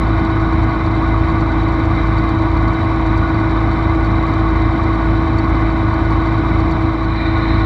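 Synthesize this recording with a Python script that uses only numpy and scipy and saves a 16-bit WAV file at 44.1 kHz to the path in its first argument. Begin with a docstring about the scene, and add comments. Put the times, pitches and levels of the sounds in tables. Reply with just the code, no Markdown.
"""A deep, throbbing drone with clatter on top: a six-cylinder tractor turning a grain auger outdoors.
The exhaust holds a steady pitch and beats against a second hum, cylinders knock and clank, and tappets
tick on the valve cover. Grain scrapes up the steel tube and makes it sing. Near the end the level dips
briefly and a high, rasping whine rises as the screw rubs in the tube."""
import sys
import numpy as np
from scipy import signal
from scipy.fft import rfft, irfft
from scipy.io import wavfile

SR = 44100
rng = np.random.default_rng(int(sys.argv[2]) if len(sys.argv) > 2 else 0)


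def digitize_waveform(pressure):
    """Quantize a signal to 16-bit integers and store it at the path in sys.argv[1].

    Rows of a 2-D input are taken as channels; values are limited to [-1, 1].
    """
    field = np.atleast_2d(pressure).T
    bounded = np.clip(field, -1, 1)
    quanta = np.round(bounded * 32767).astype(np.int16)
    wavfile.write(sys.argv[1], SR, quanta)


N = 337365

# one row per cylinder: knock place/cycle, knock level/dB, clank level/dB, tappet place/cycle,
# tappet level/dB
CYLINDERS = [(.01, -3, -9, .07, -10), (.17, 0.5, -2.5, .245, -6), (0.318, -1, 3.5, .40, -9),
             (.48, -2, -2.5, 0.6, -4.5), (0.661, 0, -2.5, .73, -4.5), (0.861, 0.5, -7, 0.8, -7)]
# valve cover resonances: f/Hz, width/Hz, level/dB
COVER_MODES = [(4470, 150, -2), (5700, 820, -20.5), (7200, 780, -24), (8400, 510, -31),
               (11900, 1100, -37.5)]


def from_db(db):
    """Decibels to gain."""
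    return 10 ** (np.asarray(db) / 20)


def rms_one(x):
    """Scale to unit power."""
    return x / np.sqrt(np.mean(np.abs(x) ** 2) + 1e-20)


def noise():
    """White noise."""
    return rng.standard_normal(N)


def coloured(x, spectrum):
    """EQ a sound to a curve (f/Hz, level/dB), rolling off past both ends; rms 1."""
    hz, level_db = np.transpose(spectrum)
    bin_hz = np.maximum(np.arange(N + 1) * SR / (2 * N), 1)
    roll_off = np.minimum(1, np.minimum(bin_hz / hz[0], hz[-1] / bin_hz)) ** 2
    curve = from_db(np.interp(np.log(bin_hz), np.log(hz), level_db))
    return rms_one(irfft(rfft(x, 2 * N) * roll_off * curve)[:N])


def drift(rate_hz):
    """Smooth random modulation, rms about 1."""
    hop, settle = 40, 2000
    pole = np.exp(-2 * np.pi * hop * rate_hz / SR)
    jitter = rng.standard_normal(N // hop + settle + 2)
    slow = signal.lfilter([1], [1, -2 * pole, pole * pole], jitter)[settle:]
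    return np.interp(np.arange(N) / hop, np.arange(len(slow)), rms_one(slow))


def resonate(envelope, modes):
    """Each resonance is shaken by its own noise, all under one envelope."""
    out = np.zeros(N)
    for hz, width, level_db in modes:
        band = signal.butter(2, [hz - width / 2, hz + width / 2], "band", fs=SR, output="sos")
        out += from_db(level_db) * signal.sosfilt(band, envelope * noise() + 1e-18)
    return out


def once_a_cycle(cycles, places, levels_db, spread_db):
    """Impulses at set places in the engine cycle, each varying in strength."""
    out = np.zeros(N)
    for place, level_db in zip(places, levels_db):
        at = np.searchsorted(cycles, np.arange(int(cycles[-1]) + 1) + place)
        strength = from_db(level_db + spread_db * rng.standard_normal(len(at)))
        out[at[at < N]] += strength[at < N]
    return out


def fade(impulses, decay_s):
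    """Give each impulse an exponential tail."""
    return signal.lfilter([1], [1, -np.exp(-1 / (decay_s * SR))], impulses + 1e-18)


def tone(turns, level_db):
    """A sine of given rms level, at its trough on every whole turn."""
    return -np.sqrt(2) * from_db(level_db) * np.cos(2 * np.pi * turns)


def crank_cycles(turns_per_s=18.098, hunt_turns_per_s=.035, hunt_period_s=1.18, wander_turns=.008):
    """Running count of four-stroke cycles, two turns each; the governor hunts around one speed."""
    t = np.arange(N) / SR
    speed = turns_per_s + hunt_turns_per_s * np.sin(2 * np.pi * t / hunt_period_s)
    return (np.cumsum(speed) / SR + wander_turns * drift(.5)) / 2


def exhaust(cycles, waver_db=0.59, rumble_db=-24.0, puff_depth=0.33):
    """A drone of engine harmonics over a turbulent rumble that puffs with each firing."""
    # engine harmonics: multiple of the cycle rate, level/dB
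    engine_orders = [(3, -47.4), (6, -19.7), (9, -31.3), (10, -36.8), (12, -21.9), (15, -31.3), (16, -39.7),
                     (18, -37.0), (20, -39.1), (21, -40.2), (22, -42.3), (24, -36.8), (27, -40.2),
                     (28, -35.1), (30, -40.3), (32, -37.1), (33, -38.0), (34, -38.0), (35, -41.6),
                     (36, -21.1), (38, -41.7), (42, -42.8), (44, -43.8), (50, -44.3), (52, -47.7),
                     (54, -44.7), (66, -46.9), (72, -36.4), (78, -38.8), (84, -45.9), (88, -45.7),
                     (90, -43.8), (98, -45.0), (101, -42.1), (104, -43.2), (108, -44.6), (119, -41.8),
                     (120, -39.5), (122, -41.1), (123, -42.9), (128, -44.4), (129, -41.6)]
    # colour of the exhaust turbulence: f/Hz, level/dB
    rumble_spectrum = [(12, -12), (25, -7), (42, -1.5), (54, 4.5), (66, -1), (105, -1.5), (160, 2.5),
                       (230, -3.5), (305, 2), (370, -7), (500, -15.5), (800, -21.5)]
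    drone, firings = np.zeros(N), len(CYLINDERS)
    for multiple, level_db in engine_orders:
        # firing tone and octave line up into one round pulse per cylinder; the pipe scatters the rest
        phase = rng.random() * (multiple not in (firings, 2 * firings))
        drone += tone(multiple * cycles + phase, level_db + waver_db * drift(3))
    puffs = 1 + puff_depth * np.cos(2 * np.pi * firings * cycles)
    return drone + from_db(rumble_db) * coloured(noise() * puffs, rumble_spectrum)


def drive_hum(waver_hz=0.08):
    """Low tones beat against the engine's own, throbbing a few times a second."""
    # hums out of step with the crank: f/Hz, level/dB
    hums = [(52.27, -31), (77.05, -28.3), (78.42, -29.5), (84.45, -30), (87.15, -37), (93.2, -41),
            (96.9, -40), (104.57, -27.8)]
    out = np.zeros(N)
    for hz, level_db in hums:
        turns = rng.random() + np.cumsum(hz + waver_hz * drift(0.45)) / SR
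        out += tone(turns, level_db)
    return out


def knock(cycles, level_db=-28.0, attack_s=0.00072, decay_s=.02, repeat_share=0.25, spread_db=-0.1):
    """Each firing shakes the engine; part of the clatter repeats on every cycle."""
    # colour of the combustion knock: f/Hz, level/dB
    knock_spectrum = [(350, -19.5), (520, -9), (660, -4), (780, -1), (860, -7.5), (950, 0), (1040, -3),
                      (1110, -1.5), (1250, -5), (1350, -12.5), (1650, -14.5), (2400, -17), (3000, -39.5)]
    places, levels_db = np.transpose(CYLINDERS)[:2]
    pattern = rng.standard_normal(2048)
    looped = rms_one(np.interp(cycles % 1, np.linspace(0, 1, len(pattern)), pattern))
    clatter = np.sqrt(repeat_share) * coloured(looped, knock_spectrum)
    clatter += np.sqrt(1 - repeat_share) * coloured(noise(), knock_spectrum)
    blows = once_a_cycle(cycles, places, levels_db, spread_db)
    envelope = fade(fade(blows, decay_s), attack_s)
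    return from_db(level_db) * rms_one(clatter * envelope)


def clank(cycles, level_db=-30.5, decay_s=.014, spread_db=0.7):
    """One cylinder rings the block hardest: a metallic accent nine times a second."""
    # engine block resonances: f/Hz, width/Hz, level/dB
    block_modes = [(982, 90, -6), (1114.5, 79, 2.5), (1234, 77, -8.5)]
    places, _, levels_db, _, _ = np.transpose(CYLINDERS)
    blows = fade(once_a_cycle(cycles, places, levels_db, spread_db), decay_s)
    return from_db(level_db) * rms_one(resonate(blows, block_modes))


def tappets(cycles, level_db=-17, decay_s=0.0044, spread_db=2.0, slap_chance=.1, slap_db=-5.5):
    """Tappets tick against the valves and ring the cover; two loose ones add a slap at random."""
    # the loose tappets: row numbers in CYLINDERS
    loose = [1, 4]
    _, _, _, places, levels_db = np.transpose(CYLINDERS)
    taps = once_a_cycle(cycles, places, levels_db, spread_db)
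    slaps = once_a_cycle(cycles, places[loose], [slap_db] * len(loose), spread_db)
    taps += slaps * (rng.random(N) < slap_chance)
    return from_db(level_db) * resonate(fade(taps, decay_s), COVER_MODES)


def kernels(per_s, size_db):
    """A dense patter of tiny impacts, uneven in size; rms 1."""
    sizes = from_db(size_db * np.minimum(rng.exponential(1, N), 4))
    polarity = rng.choice([-1, 1], N)
    return rms_one(sizes * polarity * (rng.random(N) < per_s / SR))


def auger(grain_db=-30, ring_db=-43.5, surge_db=.5):
    """The screw pushes kernels along the steel tube in small surges and sets it ringing."""
    # colour of grain scraping on steel: f/Hz, level/dB
    grain_spectrum = [(450, -6), (1000, 3.5), (1280, 6), (1380, -4), (1620, -0.5), (1800, -3.5),
                      (2380, -1.5), (2560, -26.5), (3350, -19), (5700, -26.5), (6400, -39.5), (8400, -39.5),
                      (9600, -63.5), (13000, -53)]
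    # steady ring of the tube: f/Hz, width/Hz, level/dB
    tube_modes = [(2623, 90, -5.5), (3064, 230, -5.5), (3624, 200, -3), (3864, 55, 4.5), (4003, 150, -2),
                  (3870, 530, -15)]
    surge = from_db(surge_db * drift(14))
    rush = from_db(grain_db) * coloured(kernels(per_s=9000, size_db=2.5) * surge, grain_spectrum)
    ringing = from_db(ring_db) * rms_one(resonate(surge, tube_modes))
    return rush + ringing


def tube_notes(gain_db=0.04, swell_rate_hz=1.8, unevenness=0.094):
    """Two narrow tube resonances, kept singing by the grain, swell at random and chatter unevenly."""
    # tube notes: f/Hz, width/Hz, level/dB, swell/dB, chatter rate/Hz, chatter depth (0-1)
    notes = [(1468, 44, -35.0, 1.1, 16, .35), (2064, 50, -39.6, .5, 18, .35)]
    out, t = np.zeros(N), np.arange(N) / SR
    for hz, width, level_db, swell_db, chatter_hz, depth in notes:
        chatter = 1 + depth * np.cos(2 * np.pi * (chatter_hz * t + unevenness * drift(4.2)))
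        swell = from_db(level_db + swell_db * drift(swell_rate_hz))
        out += swell * chatter * rms_one(resonate(1, [(hz, width, 0)]))
    return from_db(gain_db) * out


def hard_taps(gain_db=14, decay_s=0.0066):
    """A very hard tappet landing rings the whole cover, its pitch shifting a little from hit to hit."""
    # hardest tappet hits: t/s, level/dB, f/Hz of the lowest cover resonance
    hits = [(0.6335, -35, 4460), (1.3154, -35, 4460), (2.1814, -35, 4520), (2.419, -32, 4430),
            (3.174, -29, 4750), (4.8324, -35, 4470), (5.384, -27.5, 4470), (6.7121, -35, 4480)]
    out = np.zeros(N)
    for start_s, tap_db, ring_hz in hits:
        blow = from_db(tap_db + gain_db) * (np.arange(N) == int(start_s * SR))
        retuned_modes = np.array(COVER_MODES) * [ring_hz / COVER_MODES[0][0], 1, 1]
        out += resonate(fade(blow, decay_s), retuned_modes)
    return out


def dip(centre_s=7.1, half_width_s=0.21, depth_db=-2.5):
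    """Gain curve of one brief, smooth dip in level."""
    return from_db(depth_db * np.exp(-((np.arange(N) / SR - centre_s) / half_width_s) ** 2))


def whine(start_s=6.86, attack_s=0.39, level_db=-32.5, flutter_db=1.5):
    """The screw rubs the tube, steel on steel: a high rasp that fades in evenly and holds."""
    # tube resonances excited by the rubbing: f/Hz, width/Hz, level/dB
    whine_modes = [(1870, 280, 2.5), (2040, 130, 1.5), (2320, 140, 6.5), (3000, 300, -13),
                   (3720, 200, -1.5), (3980, 195, 2)]
    rubbing = from_db(flutter_db * drift(9))
    swell = np.clip((np.arange(N) / SR - start_s) / attack_s, 0, 1)
    return from_db(level_db) * swell * rms_one(resonate(rubbing, whine_modes))


def scene():
    """Engine and auger in mono, a few metres away; everything but the whine takes the dip."""
    cycles = crank_cycles()
    engine = exhaust(cycles) + drive_hum() + knock(cycles) + clank(cycles)
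    valves = tappets(cycles) + hard_taps()
    bed = engine + valves + auger() + tube_notes()
    return (bed * dip() + whine())[None]


def record(dry, ceiling=.7, cutoff_hz=13600):
    """Soft-clip the highest peaks, then cut the top end with a steep low-pass."""
    rounded = dry / (1 + (dry / ceiling) ** 8) ** (1 / 8)
    low_pass = signal.ellip(10, .1, 80, cutoff_hz, fs=SR, output="sos")
    return signal.sosfilt(low_pass, rounded)


dry = scene()
out = record(dry)
digitize_waveform(out)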